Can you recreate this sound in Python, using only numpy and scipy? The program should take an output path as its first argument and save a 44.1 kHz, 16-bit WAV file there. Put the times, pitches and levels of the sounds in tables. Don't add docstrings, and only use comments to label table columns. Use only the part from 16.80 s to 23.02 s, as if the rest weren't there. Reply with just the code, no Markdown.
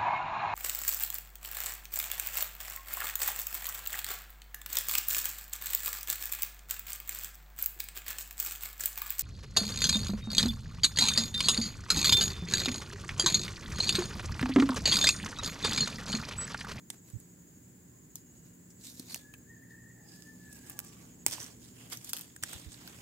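import sys
import numpy as np
from scipy import signal
from scipy.fft import rfft, irfft, next_fast_len
from scipy.io import wavfile
from scipy.ndimage import uniform_filter1d, map_coordinates

SR = 44100
rng = np.random.default_rng(int(sys.argv[2]) if len(sys.argv) > 2 else 0)


def bounce(signal):
    frames = np.transpose(np.atleast_2d(signal))
    limited = np.clip(frames, -1, 1)
    pcm = np.round(limited * 32767).astype(np.int16)
    wavfile.write(sys.argv[1], SR, pcm)


N = 274105
TIME = np.arange(N) / SR


def amp(db):
    return 10 ** (np.asarray(db) / 20)


def unit(x):
    return x / np.sqrt(np.mean(x ** 2) + 1e-20)


def spectrum_at(points, hz):
    f, db = np.transpose(points)
    return np.interp(np.log(hz + 1), np.log(f + 1), db)


def add(mix, start, sound):
    part = mix[:, max(round(start * SR), 0):][:, :sound.shape[1]]
    part += sound[:, :part.shape[1]]


def shaped(x, points):
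    size = next_fast_len(N)
    gain = amp(spectrum_at(points, np.fft.rfftfreq(size, 1 / SR)))
    return irfft(rfft(x, size) * gain, size)[..., :N]


def wander(per_s):
    knots = rng.standard_normal(8192)
    return unit(map_coordinates(knots, [TIME * per_s], order=2, mode="wrap"))


def impulse_response(gain_db):
    log_gain = np.log(amp(np.r_[gain_db, gain_db[-2:0:-1]]))
    return np.fft.ifft(np.exp(np.conj(signal.hilbert(log_gain)))).real


def hand_delay(pair):
    # t/s, lag/samples
    hand_lag = [(0, 1), (1.35, 3), (2.05, 1), (2.5, 1), (3.3, 5), (4.5, 6), (5.3, 4), (5.7, 6)]
    lag = np.round(np.interp(TIME, *np.transpose(hand_lag))).astype(int)
    return np.array([pair[0][np.arange(N) - lag], pair[1]])


def scatter(x, delay_s, t60_s):
    t = np.arange(SR // 2) / SR
    taps = rng.standard_normal((2, len(t))) * (t > delay_s) * amp(-60 * t / t60_s)
    taps /= np.linalg.norm(taps, axis=1, keepdims=True)
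    return signal.oaconvolve(x, taps, axes=1)[:, :N]


def rumble(pan_db=-2):
    # f/Hz, relative level/dB
    spectrum = [(15, -66), (25, -30), (48, -8.5), (80, -3.5), (110, -4.5), (150, -1.5), (210, -3.5),
                (300, -5.5), (430, -13), (760, -27.5), (1050, -26.5), (1400, -53), (3000, -50)]
    # f/Hz, correlation (0-1)
    coherence = [(30, 0.42), (70, 0.66), (150, 0.96), (350, 0.62), (700, 0.099), (1500, 0.097)]
    # t/s, level/dB
    levels = [(0, -59), (1.25, -59), (3.3, -58), (3.9, -56), (4.7, -56), (5.4, -59), (6.2, -56)]
    left, independent = rng.standard_normal((2, N))
    right = shaped(left, [(f, 20 * np.log10(c)) for f, c in coherence])
    right += shaped(independent, [(f, 10 * np.log10(1 - c * c)) for f, c in coherence])
    noise = unit(shaped(np.array([left, right]), spectrum))
    return noise * amp(np.interp(TIME, *np.transpose(levels))) * amp([[pan_db / 2], [-pan_db / 2]])


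def insect_hiss(level_db=-60.5, swell_db=0.4):
    # f/Hz, relative level/dB
    spectrum = [(600, -16), (1150, -17.5), (1700, -10.5), (2600, -19), (4000, -21.5), (5100, -18),
                (5950, -21.5), (6600, -6), (7600, -3.5), (8000, -21), (9700, -12.5), (10800, -20),
                (13000, -16), (15500, -9.5)]
    return unit(shaped(rng.standard_normal((2, N)), spectrum)) * amp(level_db + swell_db * wander(1.73))


def engine(firing_hz=59.3, waver=0.0051, swell_db=3):
    cycles = np.cumsum(firing_hz * (1 + waver * wander(2))) / SR
    hum = np.zeros(N)
    for multiple, db in (2, -65.5), (3, -65.5), (4.2, -67.5), (5, -73):
        tone = np.sin(2 * np.pi * (multiple * cycles + rng.random()))
        hum += amp(db) * unit(amp(swell_db * wander(3.99)) * tone)
    return hum


def crickets(jitter_hz=35, uneven=0.0601, swell_db=2.5, rest_s=0.16, wet_db=-15):
    # f/Hz, chirp rate/Hz, level/dB, duty cycle (0-1), strokes a chirp,
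    # glide of a stroke/Hz, entry t/s, t/s of one rest, period of rests/s
    singers = [(6710, 12, -71, 0.55, 3, 199.5, -1.5, 10, 9), (6600, 13.3, -77.5, 0.55, 3, 130, 1, 3.0, 1.2),
               (7260, 18.3, -72.5, 0.5, 1, -90, -0.5, 0.5, 0.59),
               (7270, 44, -80.5, 0.3, 1, -1, -1.5, 1.45, 2.1),
               (7734, 18.7, -74, 0.7, 1, -88.5, -0.5, 0.0042, 0.71)]
    out = np.zeros((2, N))
    for hz, rate, db, duty, strokes, glide_hz, entry, rest_at, rest_every in singers:
        cycles = np.cumsum(rate * (1 + uneven * wander(7.4))) / SR
        chirp_phase = np.minimum(cycles % 1 / duty, 1)
        stroke_phase = chirp_phase * strokes % 1
        from_rest = abs((TIME - rest_at + rest_every / 2) % rest_every - rest_every / 2)
        singing = uniform_filter1d(1. * (from_rest > rest_s / 2) * (TIME > entry), size=900)
        pulses = np.sqrt(np.sin(np.pi * stroke_phase).clip(0))
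        envelope = singing * pulses * amp(swell_db * wander(5.12))
        pitch = hz + glide_hz * (stroke_phase - 0.5) + jitter_hz * wander(500)
        song = (envelope * np.sin(2 * np.pi * np.cumsum(pitch) / SR))[None]
        out += amp(db) * unit(song + amp(wet_db) * scatter(song, delay_s=0.0017, t60_s=0.52))
    return out


def fracture_force(fibres, tear_s, even_s=0.0003, brittle_s=0.019):
    force = np.sqrt(tear_s / even_s) * fibres / (np.linalg.norm(fibres) + 1e-9)
    force[0] += np.exp(-tear_s / brittle_s)
    return force


def stem_snaps(ring_width=0.18, thin_db=-16, fibre_share=0.35):
    # t/s, level/dB, woodiness/dB, crispness/dB, left-right/dB,
    # tearing time/s, lowest f/Hz, main resonance f/Hz, its gain/dB, second resonance f/Hz, its gain/dB
    fractures = [(0.1023, -36, -1, -3, -1.5, 0.00062, 120, 3720, 11, 1000, 6),
                 (0.104, -41, 3, -8, -2, 0.0015, 400, 7700, 7, 1870, 15),
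                 (0.1425, -58, 12, -5, 1, .002, 500, 1500, 4, 7000, 2),
                 (0.3016, -54, -11, -2, 0, 0.00044, 300, 3800, -5, 9000, 3),
                 (0.402, -54, -13, 10, -6, 0.00072, 300, 6700, 11, 9400, 13),
                 (1.3565, -35.5, -18, 3.5, 4, 0.00077, 200, 6440, 18.5, 3400, 17),
                 (1.903, -57.5, -3, -6, 0, 0.012, 600, 5400, 7, 6800, 10),
                 (2.1965, -42, -9.5, 1, -3, 0.0015, 200, 4200, 21.5, 8500, 1),
                 (2.26, -54, -4, 12, 5, .0003, 900, 4200, 6, 11000, 0),
                 (2.3454, -33.5, 1, 4, -3, 0.0004, 200, 2670, 14.5, 6240, 9),
                 (2.3605, -40, -4.5, 8, 5, 0.0011, 300, 1720, 27, 3400, 3),
                 (2.5384, -47, 13, 1, 1, 0.003, 200, 2510, 10, 714, 18.5),
                 (2.583, -56, -6, 6, 4, .0005, 900, 9500, 2, 12500, 1),
                 (2.836, -62, -8, 8, 0, .002, 900, 9460, 5, 12500, 3),
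                 (3.423, -54.5, 13, -4, -6, 0.00025, 400, 6760, 11, 3500, 1),
                 (3.727, -49, -13, 0, -2.5, .004, 890, 5570, 10, 9500, 4),
                 (3.8979, -37.5, 4, 19.5, 0, 0.00027, 297, 1180, 16, 9700, 12.5),
                 (3.902, -47, 1, 6, -3.5, .001, 300, 1250, 7, 9040, -1),
                 (3.918, -51, -5, 8, 1, 0.00061, 905, 5200, 2, 9100, 4),
                 (3.991, -35, 5, 6, -6.5, 0.00055, 150, 1640, 5.5, 6060, 1.5),
                 (4.002, -43.5, 7, 2, -1, 0.00046, 400, 1700, 6, 8500, 4),
                 (4.048, -48.5, 7, 7, 2, 0.00088, 300, 1450, 9, 8640, 8),
                 (4.4643, -19.5, 2, -2.5, -4.5, 0.00029, 90, 2170, 7.5, 9700, 3.5),
                 (4.4827, -37.5, 3, 3, -3, 0.00099, 300, 2200, 10, 9000, 2),
                 (4.5016, -44, -6, -5, 3, .0003, 500, 3200, 2, 8300, 7),
                 (4.511, -36, 3, 1, 5, 0.0012, 300, 3320, 7, 7000, -2),
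                 (4.53, -43.5, 12, -4, 2, 0.0017, 400, 2400, 0, 6000, 6),
                 (4.582, -48, 15, -5, -2, 0.0008, 300, 990, 12, 6000, 1),
                 (4.6025, -43, 2, -5, -3, 0.00048, 300, 3120, 5, 5500, 9),
                 (4.612, -48, -3, -11, -1, .0015, 500, 3100, 2, 6200, 14),
                 (4.629, -48, -6, -12, -6, .002, 500, 3200, 5, 6300, 25),
                 (4.643, -46.5, -1, 3, -3, .0004, 500, 5830, 24, 11500, 5),
                 (4.6637, -49.5, 2, -7, -2, .0006, 500, 5600, 8, 7500, 1),
                 (5.1007, -45, 7, 13, 6, 0.00067, 500, 4200, 6, 9000, 0),
                 (5.1728, -39.5, -4, 13, 1, 0.00038, 500, 5870, 23, 9400, -1),
                 (5.2453, -42, -7, 4, -3, 0.002, 700, 6400, 9, 12800, -4),
                 (5.292, -38, -4, 0, 0, 0.0085, 885, 3660, 6, 9000, -7),
                 (5.3328, -26.5, 3, 0.5, 2, 0.00071, 800, 1310, 11, 13200, 1.5),
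                 (5.334, -38, 1, -5, -1, .002, 1100, 3420, 18, 5000, 15),
                 (5.3669, -37.5, 0, 3, -0.5, 0.00088, 700, 2980, 14, 1740, 5),
                 (5.3722, -36, 3.5, 4.5, 17, 0.00063, 900, 3790, 9, 1500, 8),
                 (5.3806, -49, -5, 8, -2, .0003, 1000, 3700, 4, 11500, 2),
                 (5.3856, -48, -5, 7, -5, .0003, 1000, 3700, 4, 12300, 3),
                 (5.393, -38.5, 1, 11, 8, 0.0011, 900, 3700, 10, 9000, 6),
                 (5.4102, -38, 1, 11, 0, 0.0029, 900, 4050, 8, 8000, 1),
                 (5.563, -44.5, 4.5, -1, -0.5, 0.0012, 500, 1630, 19.5, 7950, 5),
                 (5.6265, -43, -1, -3, -5.5, 0.0038, 300, 3200, 11, 1710, 8),
                 (5.634, -37, -2, -4, 3, 0.0034, 398, 1680, 20, 3300, 11),
                 (5.6363, -29.5, 2.5, -7, -1.5, 0.0008, 398, 1760, 18.5, 7500, 2),
                 (5.7293, -47, 12, -2, -4.5, 0.0032, 300, 1540, 11, 3400, 5),
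                 (5.7333, -43, 1, 0, -4, 0.0004, 300, 1550, 7, 9000, 9),
                 (5.9198, -54, -1, -13, -7.5, 0.001, 400, 3800, 6, 7000, 3),
                 (5.942, -52.5, 14, -8, -5, .002, 400, 4470, 11.5, 7000, -4),
                 (6.0758, -43, 18, 14, -0.5, 0.0012, 305, 4800, 9, 1520, 16)]
    # f/Hz, relative level/dB
    stem_spectrum = [(60, -12), (300, -8.5), (700, -8), (1100, -7), (1900, -9), (3300, -4.5), (4300, -5),
                     (5200, 0), (6500, 1.5), (8600, 4.5), (10500, 0.5), (13000, 1), (16000, -1)]
    out = np.zeros((2, N))
    hz, t = np.fft.rfftfreq(1024, 1 / SR), np.arange(1024) / SR
    crisp = 1 / (1 + np.exp((11000 - hz) / 600))
    for start, db, wood_db, crisp_db, pan_db, tear_s, low_hz, hz1, db1, hz2, db2 in fractures:
        woody = np.exp(-(np.log((hz + 1) / np.sqrt(1400 * hz1)) / 0.82) ** 4)
        rings = sum(peak / (1 + ((hz / f - 1) / ring_width) ** 2) for f, peak in [(hz1, db1), (hz2, db2)])
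        low_cut = thin_db / (1 + (hz / low_hz) ** 8)
        colour_db = spectrum_at(stem_spectrum, hz) + wood_db * woody + crisp_db * crisp + rings + low_cut
        breaks = rng.standard_normal((3, len(t))) * (rng.random((len(t))) < fibre_share)
        breaks *= (t / tear_s) ** 0.22 * np.exp(-t / tear_s)
        pair = []
        for side in (0, 1):
            force = fracture_force(breaks[2] + breaks[side], tear_s)
            force_db = 10 * np.log10(uniform_filter1d(abs(rfft(force)) ** 2, size=21) + 1e-9)
            crack = signal.fftconvolve(force, impulse_response(colour_db - force_db))
            onset_rms = np.sqrt(np.mean(crack[:SR // 200] ** 2))
            pair.append(crack / onset_rms * amp(db - side * pan_db))
        add(out, start, np.array(pair))
    direct = hand_delay(out)
    trunk_and_ground = amp(-12) * scatter(direct, delay_s=0.0013, t60_s=0.045)
    undergrowth = amp(-26) * scatter(direct, delay_s=0.017, t60_s=0.39)
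    return direct + trunk_and_ground + undergrowth


def leaf_slips(per_s, spread_db, width, patches=10, decay_s=0.00022):
    out = np.zeros((2, N))
    for _ in range(patches):
        size = amp(spread_db * np.minimum(rng.exponential(1, N), 4)) * rng.choice([-1, 1], N)
        slips = size * (rng.random(N) < per_s / patches / SR)
        patch = rng.standard_normal((3, 64)) * np.exp(-np.arange(64) / SR / decay_s)
        out += signal.oaconvolve(slips[None], patch[2] + width * patch[:2], axes=1)[:, :N]
    return hand_delay(out)


def leaf_resonances(friction, bend_db=2, half_width_hz=260):
    # t/s, half length/s, f/Hz, gain/dB
    resonances = [(2.082, 0.027, 3740, 10), (2.23, 0.071, 3860, 8), (2.324, 0.074, 4380, 13.5),
                  (2.385, 0.05, 3470, 11.5), (3.336, 0.15, 4970, 12.5), (4.63, 0.19, 6000, 6),
                  (5.294, 0.8, 3300, 7.5), (5.805, 0.3, 3600, 5.5)]
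    # t/s, gain/dB
    crispness = [(0, 7), (2.1, 5), (3.3, 4.5), (3.75, 8.5), (4.08, 0.5), (4.5, 1), (5.15, 3), (5.35, 5),
                 (5.7, 1)]
    hz, t, spectra = signal.stft(friction, SR, nperseg=256)
    bending = uniform_filter1d(rng.standard_normal(spectra.shape[1:]), size=4, axis=0)
    gain_db = bend_db * unit(uniform_filter1d(bending, size=14, axis=1))
    for at, half, f, db in resonances:
        peak = 1 / (1 + ((hz - f) / half_width_hz) ** 2)
        gain_db += db * np.outer(peak, np.exp(-((t - at) / half) ** 2))
    shelf = 1 / (1 + np.exp((10500 - hz) / 900))
    gain_db += np.outer(shelf, np.interp(t, *np.transpose(crispness)))
    return signal.istft(spectra * amp(gain_db))[1][:, :N]


def rustle(swell_db=11, decay_db=12.5, crinkle_db=-4, clump_db=1.5):
    # peak t/s, time to rise by swell_db/s, time to fall by decay_db/s, level/dB,
    # papery body relative to that level/dB
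    drags = [(0.13, 0.0065, 0.039, -60.5, -3), (0.3, 0.044, 0.054, -64, -2), (0.41, .02, 0.076, -69, -29),
             (1.357, 0.0038, 0.032, -53.5, -27), (1.56, 0.036, 0.09, -70.5, -25),
             (1.67, 0.028, 0.043, -66, -6), (2.02, 0.031, 0.05, -60.5, -18),
             (2.063, 0.028, 0.092, -47, -16), (2.197, 0.021, 0.092, -55, -8),
             (2.325, 0.042, 0.076, -49, -7.5), (2.91, 0.018, 0.057, -66.5, -11),
             (3.34, 0.095, 0.34, -62, -8.5), (3.64, 0.055, 0.15, -67, -3),
             (3.73, 0.028, 0.042, -61.5, -1.5), (3.77, 0.027, 0.06, -58, -3), (3.9, 0.092, 0.19, -59.5, -2),
             (4.075, 0.043, 0.072, -56, -18), (4.22, 0.21, 0.25, -63.5, 0),
             (4.472, 0.0065, 0.078, -46, -5.5), (4.535, 0.025, 0.03, -39.5, -5),
             (4.63, 0.076, 0.088, -48.5, -2.5), (4.86, 0.057, 0.07, -56.5, -9.5),
             (5.03, 0.087, 0.16, -60, 1.5), (5.132, 0.023, 0.039, -42, -4.5),
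             (5.297, 0.11, 0.028, -52.5, -10), (5.35, 0.019, 0.12, -49.5, -5),
             (5.716, 0.069, 0.16, -49, -3), (5.93, 0.025, 0.037, -53, -9), (6.1, 0.19, 0.95, -59, 1.5)]
    # f/Hz, relative level/dB
    edge_spectrum = [(900, -39), (2300, -11), (3400, -6.5), (4800, 0), (6200, 0), (8400, 1.5),
                     (10000, -4.5), (12500, -5.5), (15000, -13), (16000, -27)]
    # f/Hz, relative level/dB
    body_spectrum = [(200, -9), (450, -3), (820, -2.5), (1250, -5.5), (1900, -2), (2800, -4), (4200, -14.5)]
    # t/s, left-right/dB
    hand_side = [(0, -2.5), (2.2, -0.5), (4.6, -4), (5.25, -2), (5.75, -3.5)]
    edge_power, body_power = np.zeros((2, N))
    for peak_at, swell, decay, db, papery_db in drags:
        t = TIME - peak_at
        fall_db = np.where(t < 0, swell_db * (t / swell) ** 2, decay_db * t / decay)
        audible = fall_db < 60
        power = amp(db - fall_db[audible]) ** 2
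        edge_power[audible] += power
        body_power[audible] += power * amp(papery_db) ** 2
    clumps = amp(clump_db * wander(130))
    slips = unit(shaped(leaf_slips(per_s=9000, spread_db=3.2, width=2.4), edge_spectrum))
    crinkles = unit(shaped(leaf_slips(per_s=520, spread_db=2.8, width=1, patches=6), edge_spectrum))
    papery = shaped(leaf_slips(per_s=5000, spread_db=2.4, width=0.99), body_spectrum)
    edge = np.sqrt(edge_power) * unit(clumps * (slips + amp(crinkle_db) * crinkles))
    body = np.sqrt(body_power) * unit(clumps * papery)
    pan_db = np.interp(TIME, *np.transpose(hand_side))
    return leaf_resonances(edge + body) * amp([pan_db / 2, -pan_db / 2])


def bumps(lag_s=0.0014, deep_hz=150):
    # t/s, level/dB, f/Hz, length/s, left-right/dB
    knocks = [(0.333, -43.5, 106, 0.02, -24), (.351, -43.5, 106, 0.022, -25.5),
              (2.195, -39, 254, 0.01, 1.5), (2.359, -45.5, 660, 0.0031, -3), (4.464, -38, 320, 0.0056, -7),
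              (4.465, -47, 213, 0.013, -4), (4.4653, -37, 770, 0.0035, -6), (4.474, -46, 105, 0.028, -1),
              (5.622, -44, 113, 0.019, -1), (5.745, -48, 75.5, 0.026, 14), (5.858, -44.5, 75.5, 0.035, -14)]
    out = np.zeros((2, N))
    for start, db, hz, length, pan_db in knocks:
        t = np.arange(int(length * SR)) / SR
        phase = 2 * np.pi * hz * np.array([t, t - lag_s * (hz < deep_hz)])
        push = -np.sin(phase) * signal.windows.tukey(len(t), 0.5)
        add(out, start, amp(db) * push * amp([[pan_db / 2], [-pan_db / 2]]))
    return out


def far_calls():
    # t/s, length/s, f/Hz, level/dB, hoarseness as a share of f
    calls = [(1.041, 0.22, 1064, -70.5, .012), (1.25, 0.6, 2886, -78, .016), (3.095, 0.26, 782, -69, .08),
             (3.304, 0.2, 2870, -75, 0.0104), (3.808, 0.26, 835, -63, .1), (3.833, 0.42, 1172, -66, .04)]
    notes = np.zeros(N)
    for start, length, hz, db, hoarse in calls:
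        swell = np.sin(np.pi * np.clip((TIME - start) / length, 0, 1))
        pitch = hz * (1 + hoarse * wander(200))
        notes += amp(db) * swell * np.sin(2 * np.pi * np.cumsum(pitch) / SR)
    return scatter(notes[None], delay_s=0.0067, t60_s=0.25)


def rooster(fundamental_db=-28, wet_db=-10, flutter_db=3, waver=0.0018, rasp=0.033, pan_db=2):
    # t/s, second harmonic f/Hz, level/dB, hoarseness (0-1)
    crow = [(2.38, 1680, -73, 0.3), (2.42, 1690, -65, 0.4), (2.5, 1710, -60.5, 0.36),
            (2.581, 1640, -70.5, 0.8), (2.66, 1700, -71, 0.6), (2.705, 1855, -58, 0.1),
            (2.765, 1770, -60.5, 0.5), (2.84, 1817, -60.5, 0.8), (2.95, 1806, -54.5, 0.27),
            (3.01, 1835, -62, 0.73), (3.08, 1820, -59.5, 0.57), (3.221, 1832, -66.5, 1),
            (3.33, 1690, -64, 0.55), (3.39, 1730, -58, 0.1), (3.44, 1756, -68, 0.4), (3.5, 1770, -55.5, 0),
            (3.59, 1744, -70, 0.06), (3.63, 1736, -57, 0.1), (3.689, 1720, -61.5, 0.35),
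            (3.79, 1644, -63.5, 0.6), (3.93, 1680, -65.5, 1), (4.08, 1616, -74, 0.99)]
    times, pitch, db, hoarse = np.transpose(crow)
    clear_hz = np.interp(TIME, times, pitch) * (1 + waver * wander(22.17))
    hoarse_hz = clear_hz * (1 + rasp * wander(260))
    rough = np.interp(TIME, times, hoarse)
    voice = np.zeros(N)
    for share, hz in (1 - rough, clear_hz), (rough, hoarse_hz):
        phase = 2 * np.pi * np.cumsum(hz) / SR
        voice += np.sqrt(share) * (np.sin(phase) + amp(fundamental_db) * np.sin(phase / 2))
    envelope = amp(np.interp(TIME, times, db) + flutter_db * wander(35))
    call = (voice * envelope * (TIME > times[0]) * (TIME < times[-1]))[None]
    echoes = amp(wet_db) * scatter(call, delay_s=0.016, t60_s=0.22)
    return (call + echoes) * amp([[pan_db / 2], [-pan_db / 2]])


def scene():
    background = rumble() + insect_hiss() + engine() + crickets()
    hand = stem_snaps() + rustle() + bumps()
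    return background + hand + far_calls() + rooster()


def record(dry, low_hz=42, high_hz=15800, ceiling=0.9):
    cut = signal.sosfilt(signal.butter(2, low_hz, "highpass", fs=SR, output="sos"), dry)
    limited = cut / (1 + (cut / ceiling) ** 6) ** (1 / 6)
    low_pass = signal.firwin(255, high_hz, window=("kaiser", 9), fs=SR)
    return signal.oaconvolve(limited, low_pass[None], "same", axes=1)


dry = scene()
out = record(dry)
bounce(out)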